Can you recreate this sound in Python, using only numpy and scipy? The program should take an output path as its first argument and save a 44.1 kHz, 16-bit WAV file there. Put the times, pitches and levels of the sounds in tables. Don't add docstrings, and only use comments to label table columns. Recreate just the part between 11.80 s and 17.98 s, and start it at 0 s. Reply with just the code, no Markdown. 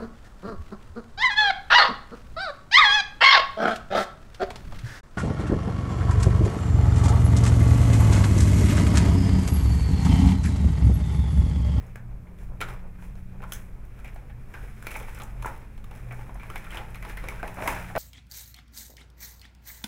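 import sys
import numpy as np
from scipy import signal
from scipy.fft import rfft, irfft, next_fast_len
from scipy.io import wavfile
from scipy.ndimage import uniform_filter1d

SR = 44100
rng = np.random.default_rng(int(sys.argv[2]) if len(sys.argv) > 2 else 0)


def voltage_ratio(level):
    return 10 ** (np.asarray(level, float) / 20)


def dump(signal):
    limited = np.clip(np.atleast_2d(signal).T, -1, 1)
    pcm = np.round(limited * 32767).astype(np.int16)
    wavfile.write(sys.argv[1], SR, pcm)


N = 272538
EDGE_HZ = 4600


def rms_one(x):
    return x / np.sqrt(np.mean(x ** 2) + 1e-20)


def in_time(rows):
    s, *columns = np.transpose(rows)
    return [np.interp(np.arange(N) / SR, s, column) for column in columns]


def bins(size):
    return np.maximum(np.arange(size // 2 + 1), .5) * SR / size


def at_hz(points, hz):
    points_hz, values = np.array(points).T
    return np.interp(np.log(hz), np.log(points_hz), values)


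def causal(db):
    cepstrum = irfft(db * np.log(10) / 20, axis=-1)
    half = cepstrum.shape[-1] // 2
    cepstrum[..., 1:half] *= 2
    cepstrum[..., half + 1:] = 0
    return np.exp(rfft(cepstrum, axis=-1))


def bump(hz, centre_hz, octaves):
    return 1 / (1 + (np.log2(hz / centre_hz) / octaves) ** 2)


def band(x, low_hz, high_hz):
    return signal.sosfilt(signal.butter(3, [low_hz, high_hz], "band", fs=SR, output="sos"), x)


def drift(rate_hz):
    knots = rng.standard_normal(2000)
    return rms_one(np.interp(np.arange(N) / SR * rate_hz, np.arange(2000), knots))


# frequency in Hz, level in dB per Hz.
AIR_RUSH = [(8.8, -11), (15, 4.5), (54, -12), (80, -9.5), (120, -14), (273, -27.5), (355, -34),
            (388, -31.5), (535, -42), (584, -36.5), (934, -65.5), (1220, -67), (2460, -62), (15100, -59.5),
            (16500, -71)]
# centre in Hz, width in Hz, level in dB rms.
DUCT_RINGS = [
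    (44.4, 13.6, -41),
    (120.16, 5.1, -47.5),
    (213.2, 10.3, -61),
]
# time in seconds, pitch in Hz, level in dB rms.
MOTOR_HUM = [
    (0.0, 175.9, -54),
    (1.62, 182.2, -47),
    (2.31, 176.2, -71),
    (6.18, 178.9, -46.5),
]


def ventilation():
    size = next_fast_len(N)
    hz = bins(size)
    rush = irfft(rfft(rng.standard_normal(size)) * voltage_ratio(at_hz(AIR_RUSH, hz)), size)[:N]
    air = voltage_ratio(-39) * rms_one(rush)
    for centre_hz, width_hz, level_db in DUCT_RINGS:
        ring = rfft(rng.standard_normal(size)) / (1 + (2 * (hz - centre_hz) / width_hz) ** 2)
        air += voltage_ratio(level_db) * rms_one(irfft(ring, size)[:N])
    hum_hz, hum_db = in_time(MOTOR_HUM)
    hum = np.sqrt(2) * voltage_ratio(hum_db) * np.sin(2 * np.pi * np.cumsum(hum_hz) / SR)
    return air + hum


# frequency in Hz, level in dB per Hz.
CARD_PAPER = [(120, -15.5), (200, -4), (480, -0.5), (900, -5), (1500, -7), (2500, -13), (2900, -19.5),
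              (4200, -26), (5600, -22.5), (8500, -23), (12500, -24), (17500, -28)]
# centre in Hz, width in octaves, gain in dB.
CAPSULE = [
    (2350, .12, 4),
    (4600, .045, -8),
    (5150, .04, 3),
    (10800, .06, 6),
    (15000, .07, 4),
]


def card_colour(hz):
    top_db = -12 / (1 + (16100 / hz) ** 100)
    capsule_db = sum(db * bump(hz, centre_hz, octaves) for centre_hz, octaves, db in CAPSULE)
    return at_hz(CARD_PAPER, hz) + top_db + capsule_db


# time in seconds, level in dB.
LOOSE_LEVEL = [(0.0, -55), (0.25, -64.5), (1.1, -60.5), (2.0, -61), (2.6, -60), (3.2, -57), (3.5, -60.5),
               (4.0, -59.5), (4.6, -60.5), (5.0, -53), (5.5, -54.5), (5.75, -49), (6.18, -49.5)]
# loudest
# moment in seconds, length in seconds, level in dB, edge share in dB.
CARD_SLIDES = [(0.63, 0.11, -57.5, -5.5), (0.901, 0.11, -43, -13), (1.246, 0.11, -55, -5.5),
               (1.39, 0.06, -60.5, -4), (1.762, 0.15, -50, -3), (2.287, 0.3, -55.5, -12),
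               (2.854, 0.38, -52, -8.5), (3.153, 0.3, -46.5, -6.5), (3.35, 0.52, -49.5, -9.5),
               (3.688, .16, -44, -10), (4.21, 0.24, -51.5, -10), (4.41, 0.26, -53, -8),
               (4.82, 0.6, -49, -11), (4.97, 0.13, -40.5, -19), (5.303, 0.13, -42.5, -13.5),
               (5.52, 0.27, -44.5, -13), (5.902, 0.19, -36, -6), (5.99, .2, -42.5, -20)]
EDGE_FOLLOWS, EDGE_DB = 1.45, -73
HOLLOW_FOLLOWS, HOLLOW_DB = 0.47, -56.5
SLIDE_RISE, SLIDE_FADE = 0.31, 0.23


def loose_cards():
    t = np.arange(N) / SR
    (tumble_db,) = in_time(LOOSE_LEVEL)
    faces = voltage_ratio(2 * tumble_db)
    edges = voltage_ratio(2 * (EDGE_DB + EDGE_FOLLOWS * (tumble_db + 60)))
    for loudest_s, length_s, level_db, edge_db in CARD_SLIDES:
        past = (t - loudest_s) / length_s
        decay = np.where(past < 0, (past / SLIDE_RISE) ** 2, past / SLIDE_FADE)
        swell = voltage_ratio(2 * level_db) * np.exp(-decay)
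        faces = faces + swell
        edges = edges + voltage_ratio(2 * edge_db) * swell
    body_db = 10 * np.log10(faces)
    return body_db, 10 * np.log10(edges), HOLLOW_DB + HOLLOW_FOLLOWS * (body_db + 60)


def tumble():
    body_db, edge_db, hollow_db = loose_cards()
    born = rng.random((2, N)) < 3000 / SR
    force = voltage_ratio(1.54 * np.minimum(rng.exponential(1, (2, N)), 5))
    grains = born * force * rng.choice([-1, 1], (2, N))
    size = next_fast_len(N)
    paper = irfft(rfft(grains, size) * causal(card_colour(bins(size))), size)[:, :N]
    clumps_db = 1.12 * drift(45)
    face = voltage_ratio(body_db - 3.0 + clumps_db) * rms_one(band(paper[0], 1300, EDGE_HZ))
    edge = voltage_ratio(edge_db - 3.0 + .6 * clumps_db) * rms_one(band(paper[1], EDGE_HZ, 20000))
    hollow = voltage_ratio(hollow_db - 3.0 + 2.5 * drift(18)) * rms_one(band(paper[1], 250, 1300))
    return face + edge + hollow


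def flexing(hz, events, low_hz, high_hz):
    modes_hz = low_hz * (high_hz / low_hz) ** rng.random((events, 4, 1))
    return 4 * bump(hz, modes_hz, .06).sum(axis=1)


def strike(times, peak_db, length_s, colour_db, rise_s, first, size=4096):
    t = np.arange(size) / SR
    draws = rng.standard_normal((len(times), 2, size))
    swell = (1 - np.exp(-t / rise_s)) * np.exp(-t / np.clip(length_s, 3e-4, .03)[:, None])
    chatter = draws[:, 0] * voltage_ratio(3.5 * draws[:, 1]) * swell
    chatter[:, round(rise_s * SR)] += first
    blow = np.zeros_like(chatter)
    blow[:, 0] = np.sqrt(np.sum(chatter ** 2, axis=1)) * np.sign(draws[:, 0, 0])
    rung = irfft(rfft([chatter, blow]) * causal(colour_db))
    loudest = np.sqrt(uniform_filter1d(rung[0] ** 2, size=66, axis=1).max(axis=1))
    rung *= (voltage_ratio(peak_db) / loudest)[:, None]
    out = np.zeros((2, N + size))
    for k, s in enumerate(times):
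        start = round(s * SR)
        out[:, start:start + size] += rung[:, k]
    return out[:, :N]


# start in seconds, peak in dB, ring of the edge in Hz.
EDGE_TICKS = [(0.066, -46, 9340), (0.9358, -45, 14200), (1.074, -59, 11000), (1.7025, -51, 13000),
              (1.733, -22, 14600), (2.0512, -48, 15300), (2.2, -47, 7100), (2.257, -48, 11200),
              (2.345, -43, 10800), (3.167, -28.5, 10900), (3.1906, -35, 15400), (3.2944, -45, 11000),
              (3.347, -33.5, 7540), (3.3872, -37, 10600), (3.4342, -31.5, 12000), (3.6608, -28.5, 6270),
              (3.776, -44, 11700), (4.16, -41, 10900), (4.3236, -41, 10800), (4.344, -44, 10700),
              (4.544, -40.5, 11300), (4.916, -38, 10300), (4.955, -35, 10100), (5.1048, -43, 10800),
              (5.2904, -38, 6430), (5.497, -38, 10700), (5.6965, -48, 6830), (5.743, -39, 7000),
              (5.752, -49, 8000)]
RIM_HZ = 10700


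def ticks():
    knock_s, _, _, edge_db, _ = contacts()
    before_knocks = list(zip(knock_s - .0006, edge_db, RIM_HZ + 0 * edge_db))
    s, peak_db, ring_hz = np.transpose(before_knocks + EDGE_TICKS)
    hz = bins(4096)
    colour_db = card_colour(hz) - 45 / (1 + (1.25 * hz / EDGE_HZ) ** 8)
    colour_db = colour_db + flexing(hz, len(s), 5100, 15450)
    colour_db += 1.4 * bump(hz, ring_hz[:, None], 0.19)
    length_s = np.full(len(s), .0038)
    return strike(s - .0004, peak_db - 13.0, length_s, colour_db, rise_s=0.00047, first=4.3)


# start in seconds, peak in dB,
# cell pitch in Hz, edge level in dB, contact length in seconds.
HEAVY_BLOWS = [(0.158, -30, 1610, -38.5, 0.0035), (0.806, -26, 2260, -33, 0.011),
               (0.813, -21, 1380, -22.5, 0.017), (1.627, -33, 1040, -48, .014),
               (1.722, -26, 3140, -19.5, 0.0031), (2.74, -32.5, 1550, -42.5, 0.02),
               (3.069, -22, 2350, -25.5, 0.0039), (3.153, -26, 2240, -40, 0.008),
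               (3.162, -25, 850, -35, .003), (3.647, -20, 1360, -61, 0.0028),
               (3.657, -18.5, 920, -65, 0.0083), (3.026, -33, 1510, -37, .001),
               (4.701, -27.5, 1340, -35, 0.0062), (4.758, -24.5, 2150, -29.5, 0.0087),
               (4.972, -25, 3150, -31.5, 0.0054), (5.372, -29, 1940, -32, 0.015),
               (5.44, -28, 513, -41, 0.0064), (5.486, -22.5, 2200, -28, 0.005),
               (5.63, -21.5, 660, -37.5, 0.0042), (5.771, -30, 720, -59, 0.018),
               (5.823, -20, 630, -44, .004), (5.878, -13, 960, -25, 0.0044),
               (6.153, -18.5, 606, -43, 0.0078), (6.162, -19, 622, -32, 0.0055)]
# start in seconds, peak in dB, cell pitch in Hz, edge level in dB.
FACE_SLAPS = [(0.47, -47, 2260, -73), (1.185, -48, 1450, -64), (2.191, -43.5, 1320, -50),
              (2.246, -36, 2300, -41.5), (2.277, -40, 2270, -45), (2.498, -43.5, 1750, -58),
              (2.877, -45, 2300, -62), (3.082, -44, 2230, -45), (3.108, -35, 2520, -36),
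              (3.115, -35, 1350, -30), (3.142, -33, 2320, -38), (3.2, -36.5, 1380, -35),
              (3.229, -39, 2200, -42), (4.309, -33.5, 2220, -55), (3.376, -36.5, 1500, -49),
              (3.4, -31.5, 1230, -38.5), (4.598, -36.5, 2310, -48), (4.633, -37, 2320, -53),
              (4.779, -50, 2150, -37), (4.845, -40, 1790, -41), (4.867, -35.5, 1410, -55),
              (4.906, -37, 3000, -37), (4.921, -36, 2130, -52), (4.98, -35.5, 2980, -40),
              (5.146, -33.5, 2290, -37), (5.157, -35.5, 1230, -35.5), (5.226, -31, 2000, -36),
              (5.297, -33.5, 1680, -34.5), (5.594, -35, 1540, -51), (5.963, -31, 1650, -49)]
# start in seconds, peak in dB, cell pitch in Hz, edge level in dB.
HOLLOW_KNOCKS = [(0.587, -47, 611, -48), (0.888, -35, 1010, -37.5), (0.94, -38.5, 1140, -50),
                 (1.224, -42, 960, -49), (1.722, -31, 1520, -60), (1.355, -45, 616, -50),
                 (1.605, -38, 503, -74), (1.621, -38.5, 810, -47), (1.638, -32, 1400, -42),
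                 (2.361, -34.5, 774, -47), (3.67, -30, 1530, -56), (3.21, -34, 485, -62),
                 (3.284, -32.5, 940, -52), (3.419, -32.5, 885, -35), (3.625, -30, 1030, -34),
                 (3.978, -43.5, 790, -48), (4.043, -40.5, 1120, -41.5), (4.112, -37.5, 840, -44.5),
                 (4.151, -44, 710, -47), (4.33, -34.5, 756, -53), (4.392, -35, 876, -70),
                 (4.494, -33, 960, -61), (4.555, -37, 780, -75), (4.633, -36, 1050, -47),
                 (4.946, -30, 890, -36), (4.975, -34.5, 840, -50), (4.997, -30.5, 874, -64),
                 (5.029, -37, 720, -65), (5.25, -28.5, 825, -40), (5.523, -32, 925, -54)]
# start in seconds, peak in dB, cell pitch in Hz, edge level in dB.
WING_CAVE_IN = [(5.639, -25, 790, -60), (5.677, -30.5, 990, -35), (5.747, -36, 870, -45),
                (5.786, -25.5, 816, -49), (5.804, -26.5, 604, -52), (5.837, -31.5, 900, -43),
                (5.859, -23.5, 685, -58), (5.876, -15.5, 2060, -19), (5.893, -40, 1010, -38),
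                (5.924, -26, 925, -40), (6.101, -30, 780, -47), (6.166, -18.5, 650, -64),
                (6.173, -18.5, 890, -45)]
SLAP_S, KNOCK_S, CAVE_S = 0.013, 0.0055, 0.0081


def contacts():
    rows = list(HEAVY_BLOWS)
    for kind, length_s in [(FACE_SLAPS, SLAP_S), (HOLLOW_KNOCKS, KNOCK_S), (WING_CAVE_IN, CAVE_S)]:
        rows += [tuple(row) + (length_s,) for row in kind]
    return np.transpose(rows)


SNAP_DB, SNAP_FOLLOWS = -9.5, 0.79
THUMP_DB, THUMP_DB_PER_OCTAVE = -14.0, -2
CELL_DB, CELL_OCTAVES = 12.5, 0.18


def knocks():
    s, peak_db, cell_hz, edge_db, length_s = contacts()[:, :, None]
    snap_db = SNAP_DB + SNAP_FOLLOWS * (edge_db - peak_db)
    thump_db = THUMP_DB + THUMP_DB_PER_OCTAVE * np.log2(cell_hz / 1000)
    hz = bins(4096)
    colour_db = card_colour(hz) - 20 / (1 + (1.2 * EDGE_HZ / hz) ** 8)
    colour_db = colour_db + CELL_DB * bump(hz, cell_hz, CELL_OCTAVES)
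    colour_db += (snap_db + 23.0) / (1 + (2700 / hz) ** 8)
    colour_db += flexing(hz, len(s), 715, 4330)
    colour_db += (thump_db + 10.0) / (1 + (hz / 600) ** 4)
    return strike(s[:, 0] - .001, peak_db[:, 0] - 6.5, length_s[:, 0], colour_db, rise_s=.001, first=6.1)


# frequency in Hz, time to fall by 60 dB in seconds.
HALL_DECAY = [
    (300, 0.6),
    (900, 0.45),
    (2300, 0.18),
    (5500, 0.16),
    (14000, 0.13),
]
HALL_DB, HALL_GAP_S = -8.5, 0.011


def hall(x):
    t = np.arange(SR) / SR
    edges = 125 * 2. ** np.arange(8)
    tail = np.zeros(SR)
    for low_hz, high_hz in zip(edges, np.append(edges[1:], 21000)):
        fade = voltage_ratio(-60 * t / at_hz(HALL_DECAY, 1.4 * low_hz))
        tail += band(rng.standard_normal(SR), low_hz, high_hz) * fade
    tail *= np.clip(t / HALL_GAP_S - .3, 0, 1)
    return voltage_ratio(HALL_DB) * signal.fftconvolve(x, tail / np.sqrt(np.sum(tail ** 2)))[:N]


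def scene():
    direct, blows = knocks() + ticks() * voltage_ratio([[0], [4.0]])
    diffuse = hall(blows) + tumble() + ventilation()
    top = signal.ellip(10, 1, 50, 15800, fs=SR, output="sos")
    return (direct + signal.sosfilt(top, diffuse))[None]


def band_limit(x):
    return signal.sosfilt(signal.butter(12, 16740, fs=SR, output="sos"), x)


def record(dry):
    cut = signal.cheby2(12, 40, 16900, fs=SR, output="sos")
    mix = signal.sosfilt(cut, dry)
    return band_limit(mix)


dry = scene()
out = record(dry)
dump(out)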